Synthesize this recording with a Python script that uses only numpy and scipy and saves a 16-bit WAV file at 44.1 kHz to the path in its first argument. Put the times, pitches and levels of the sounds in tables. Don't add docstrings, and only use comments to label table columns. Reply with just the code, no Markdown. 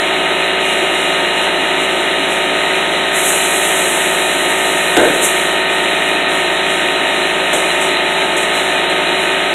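import sys
import numpy as np
from scipy import signal
from scipy.fft import rfft, irfft
from scipy.io import wavfile
from scipy.ndimage import uniform_filter1d, minimum_filter1d

SR = 44100
rng = np.random.default_rng(int(sys.argv[2]) if len(sys.argv) > 2 else 0)


def generate_wav(sig):
    pcm = np.round(np.clip(np.atleast_2d(sig).T, -1, 1) * 32767).astype(np.int16)
    wavfile.write(sys.argv[1], SR, pcm)


N = 420710
TIME = np.arange(N) / SR
FREQ = np.maximum(np.fft.rfftfreq(N, 1 / SR), 1)

SHAFT_HZ = 54.46
# shaft_multiple, relative_level_db
SHAFT_TONES = [(1, -46), (2, -54), (3, -41), (4, -41), (5, -40), (6, -38), (6.5, -33), (7, -27), (8, -36),
               (10, -35), (11, -29), (12, -28), (13, -29), (14, -33), (16, -33), (17, -31), (23, -30),
               (24, -36), (25, -38), (28, -36), (33, -31), (34, -30), (35, -33), (47, -36), (52, -35),
               (53, -38), (54, -34), (61, -38), (71, -38), (74, -39)]
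# centre_hz, reach_hz, resting_db, peak_s, half_length_s, lift_db
TONE_SWELLS = [(870, 30, -2, 8.2, .5, 7), (1850, 80, -1.5, 5.5, 1.9, 4.5), (2830, 30, -1, 1.18, 1.2, 9.5)]
# pitch_hz, relative_level_db
PUMP_COLOUR = [(25, -101), (120, -79.5), (165, -62.5), (258, -58), (275, -52.5), (750, -52.5),
               (1050, -55.5), (1350, -56), (1950, -50.5), (2900, -53.5), (3400, -56.5), (4020, -59),
               (4230, -69), (4480, -101.5)]
# centre_hz, width_hz, lift_db
SHROUD_RESONANCES = [(344.8, 47, 6), (894, 62, 4), (2154, 30, 6.5), (2453, 36, 5), (3740, 150, 7),
                     (4027, 28, 11)]
# pitch_hz, rms_level_db
FAN_TONES = [(91.8, -59), (183.6, -40.5), (195.5, -51)]

# pitch_hz, relative_level_db
HISS_SPECTRUM = [(4400, -26), (4750, -30), (5400, -12), (5900, -7), (7100, 2), (9100, 0.5), (9600, 0),
                 (11400, -5), (12200, -11), (13000, -23), (14000, -37), (15500, -62)]
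# centre_hz, width_hz, lift_db
HISS_WHISTLES = [(5840, 70, 8), (6180, 15, 13), (7540, 18, 3), (9160, 150, 6.5)]
HISS_DB, HISS_WANDER_DB = -33, .7
# start_s, hold_s, lift_db
HISS_SURGES = [(0.608, 0.4, 2), (1.357, .06, 3.5), (1.77, .04, 3), (2.28, .08, 3.5), (6.3, .08, 3),
               (6.68, 0.053, 3), (7.43, 0.44, 2), (8.523, .1, 5), (9.18, .05, 2.5)]
SURGE_ATTACK_S, SURGE_T60_S = .03, 0.22
# return_s, depth_db
HISS_SAGS = [(.61, 4), (5.7, 5.5), (6.3, 8)]
SAG_LENGTH_S, SAG_RETURN_S = 0.24, .02
# pitch_hz, relative_level_db
JET_SPECTRUM = [(2760, -72), (4700, -76), (4990, -28), (5710, -10.5), (6030, -4.5), (6900, 2), (8180, 5.5),
                (11300, 0), (15500, -28)]
# start_s, hold_s, level_db, t60_s
AIR_JETS = [(3.12, 2.25, -26.5, 0.97), (3.115, 0.73, -22.7, 2.2), (3.224, .01, -16, 0.59),
            (5.202, .006, -14.5, 0.27), (5.68, 0.4, -35, .3)]
JET_ATTACK_S = 0.048

# start_s, relative_level_db, t60_s
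CLICK_EVENTS = [(2.328, -30, .3), (4.97, -15, 0.054), (5.243, -26, 0.11), (7.531, -18.5, 0.46),
                (7.809, -22.5, 0.39), (8.366, -22, 0.51), (8.424, -24, .15), (8.551, -31, .2),
                (8.897, -30, .2)]
# pitch_hz, relative_level_db
CLICK_SPECTRUM = [(2800, -57), (4700, -37), (5700, -10), (7000, 1), (8400, 6), (9800, -3), (11500, -5),
                  (13000, -21), (15500, -35)]

# start_s, relative_body_db, relative_crack_db, hold_s, later_fade_db_per_s
KNOCK_EVENTS = [(4.967, -5.5, 7, 0.085, 100), (7.53, -19, -3, .015, 240)]
# pitch_hz, relative_level_db
BODY_SPECTRUM = [(30, -11), (85, -25), (120, -16), (170, -7.5), (250, -1), (335, 8.5), (470, 6.5),
                 (600, 10.5), (750, -5), (950, -7), (1150, -16), (1550, -2), (2500, -41), (4500, -59),
                 (15000, -70)]
# pitch_hz, relative_level_db
CRACK_SPECTRUM = [(30, -18), (100, -25), (180, -19), (380, -6), (510, 3), (680, 3.5), (780, 0), (910, -1),
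                  (1200, -8), (1550, -7), (2500, -13), (3600, -10), (4700, -46), (7000, -19), (15000, -55)]
# pitch_hz, relative_level_db
SNAP_SPECTRUM = [(300, -12), (1200, 2), (4000, -4), (7000, -5), (12000, -5), (14500, -10), (15600, -24)]
JUDDER_GAP_S, JUDDER_GROWTH, CRACK_FALL_DB_PER_BLOW = .0065, 1.2, 3.5

CEILING, TOP_HZ = .97, 15700


def undb(db):
    return 10 ** (np.asarray(db) / 20)


def unit(x):
    return x / np.sqrt(np.mean(x ** 2))


def colour(x, points, resonances=()):
    hz, db = np.transpose(points)
    lift_db = sum(lift / (1 + (2 * (FREQ - centre) / width) ** 2) for centre, width, lift in resonances)
    curve_db = np.interp(np.log(FREQ), np.log(hz), db) + lift_db
    cepstrum = irfft(np.log(undb(curve_db)), N)
    cepstrum[1:N // 2] *= 2
    cepstrum[N // 2 + 1:] = 0
    return irfft(rfft(x) * np.exp(rfft(cepstrum)), N)


def walk(rate):
    points = rng.standard_normal(4096)
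    return np.interp(TIME * rate, np.arange(len(points)), points) * np.sqrt(3 / 2)


def garage(x, t60, wet_db):
    t = TIME[:SR // 2]
    tail = rng.standard_normal(len(t)) * undb(-60 * t / t60) * (t > .004)
    wet = undb(wet_db)
    echo = signal.fftconvolve(x, tail / np.linalg.norm(tail))[:N]
    return (x + wet * echo) / np.hypot(1, wet)


def burst(start, db, t60):
    age = TIME[:SR // 2]
    shot = rng.standard_normal(len(age)) * undb(db - 60 * age / t60)
    return np.pad(shot, (int(start * SR), N))[:N]


def envelope(start, attack, hold, t60):
    age = TIME - start
    rise = np.clip(age / attack, 0, 1)
    return rise * undb(-60 * np.maximum(age - attack - hold, 0) / t60)


def tones(turns, tone_db=0.12, drift_db=-0.23, flutter=0.052):
    out = 0
    for order, db in SHAFT_TONES:
        hz = order * SHAFT_HZ
        swell_db = sum(rest + lift * np.exp(-((TIME - peak) / length) ** 2)
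                       for centre, reach, rest, peak, length, lift in TONE_SWELLS if abs(hz - centre) < reach)
        loose = min(hz / 700, 1)
        level = undb(db + swell_db + drift_db * loose * walk(1.116))
        level = level * (1 + flutter * loose * walk(30))
        out = out + level * np.sqrt(2) * np.sin(2 * np.pi * (order * turns + rng.random()))
    return out * undb(tone_db)


def clatter(turns, uneven_db=-10, clatter_hz=3200):
    partials = rng.standard_normal((1024, 2)) @ [1, 1j]
    partials[1::2] *= undb(uneven_db)
    partials[[round(2 * order) for order, _ in SHAFT_TONES]] = 0
    cycle = unit(irfft(partials))
    rattle = np.interp(turns / 2, np.arange(len(cycle)) / len(cycle), cycle, period=1)
    return signal.sosfilt(signal.butter(1, clatter_hz, "high", fs=SR, output="sos"), rattle)


def pump(turns, clatter_db=-1.0, puff_db=-0.22, puff_decay=0.16, puff_depth=0.58, stroke_db=4.5):
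    half_turns = 2 * turns
    strength = undb(stroke_db * rng.standard_normal(2048))[half_turns.astype(int)]
    gate = 1 + puff_depth * strength * np.exp(-(half_turns % 1) / puff_decay)
    puffs = garage(unit(gate * rng.standard_normal(N)), t60=0.27, wet_db=-8.0)
    mix = clatter(turns) * undb(clatter_db) + puffs * undb(puff_db)
    return colour(mix, PUMP_COLOUR, SHROUD_RESONANCES) * np.sqrt(SR / 2)


def fan(waver=0.00066):
    clock = np.cumsum(1 + waver * walk(1.63)) / SR
    return sum(undb(db) * np.sqrt(2) * np.sin(2 * np.pi * (hz * clock + rng.random()))
               for hz, db in FAN_TONES)


def air(hiss_flicker_db=0.48, jet_flicker_db=0.57):
    surge_db = sum(lift * envelope(start, SURGE_ATTACK_S, hold, SURGE_T60_S)
                   for start, hold, lift in HISS_SURGES)
    sag_db = sum(depth * np.interp(TIME, [end - SAG_LENGTH_S, end - SAG_RETURN_S, end], [0, 1, 0]) ** 2
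                 for end, depth in HISS_SAGS)
    hiss = unit(colour(rng.standard_normal(N), HISS_SPECTRUM, HISS_WHISTLES))
    wander_db = hiss_flicker_db * walk(25) + HISS_WANDER_DB * walk(8)
    hiss *= undb(HISS_DB + surge_db - sag_db + wander_db)
    jet = unit(colour(rng.standard_normal(N), JET_SPECTRUM))
    power = sum((undb(db) * envelope(start, JET_ATTACK_S, hold, t60)) ** 2
                for start, hold, db, t60 in AIR_JETS)
    return hiss + jet * np.sqrt(power) * undb(jet_flicker_db * walk(40))


def clicks(click_db=4, ping_db=-41, ping_hz=12900, ping_t60=.15):
    bursts = sum(burst(start, db, t60) for start, db, t60 in CLICK_EVENTS)
    contacts = colour(bursts, CLICK_SPECTRUM) * undb(click_db)
    ping = signal.lfilter(*signal.iirpeak(ping_hz, 10, fs=SR), burst(8.551, 10, ping_t60))
    return contacts + ping * undb(ping_db)


def judder(count=12):
    blow = np.arange(count)
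    age = JUDDER_GAP_S * (np.cumsum(JUDDER_GROWTH ** blow) - JUDDER_GROWTH ** blow)
    rows = []
    for start, body_db, crack_db, hold, fade in KNOCK_EVENTS:
        fade_db = fade * np.maximum(age - hold, 0)
        rows += zip(start + age, body_db - fade_db, crack_db - CRACK_FALL_DB_PER_BLOW * blow - fade_db)
    return rows


def knocks(knock_db=13, crack_db=14, t60=0.049, crack_t60=0.0096, snap_db=-11, snap_t60=.012):
    blows = judder()
    body_bursts = sum(burst(start, db, t60) for start, db, _ in blows)
    crack_bursts = sum(burst(start, db, crack_t60) for start, _, db in blows)
    snap_bursts = sum(burst(start, db, snap_t60) * (db > 0) for start, _, db in blows)
    body = colour(body_bursts, BODY_SPECTRUM) * undb(knock_db)
    crack = colour(crack_bursts, CRACK_SPECTRUM) * undb(crack_db)
    snap = colour(snap_bursts, SNAP_SPECTRUM) * undb(snap_db)
    return garage(body, t60=0.48, wet_db=-5.0) + garage(crack, t60=0.17, wet_db=-2) + snap


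def scene():
    speed = SHAFT_HZ * (1 + 0.000728 * walk(2) + 0.001287 * walk(27))
    turns = np.cumsum(speed) / SR
    machine = tones(turns) + pump(turns) + fan()
    mono = machine + air() + clicks() + knocks()
    return np.array([mono, mono])


def record(dry):
    room_left = CEILING / np.maximum(abs(dry).max(axis=0), CEILING)
    gain = uniform_filter1d(minimum_filter1d(room_left, size=89), size=89)
    return signal.sosfilt(signal.ellip(10, .1, 80, TOP_HZ, fs=SR, output="sos"), dry * gain)


dry = scene()
out = record(dry)
generate_wav(out)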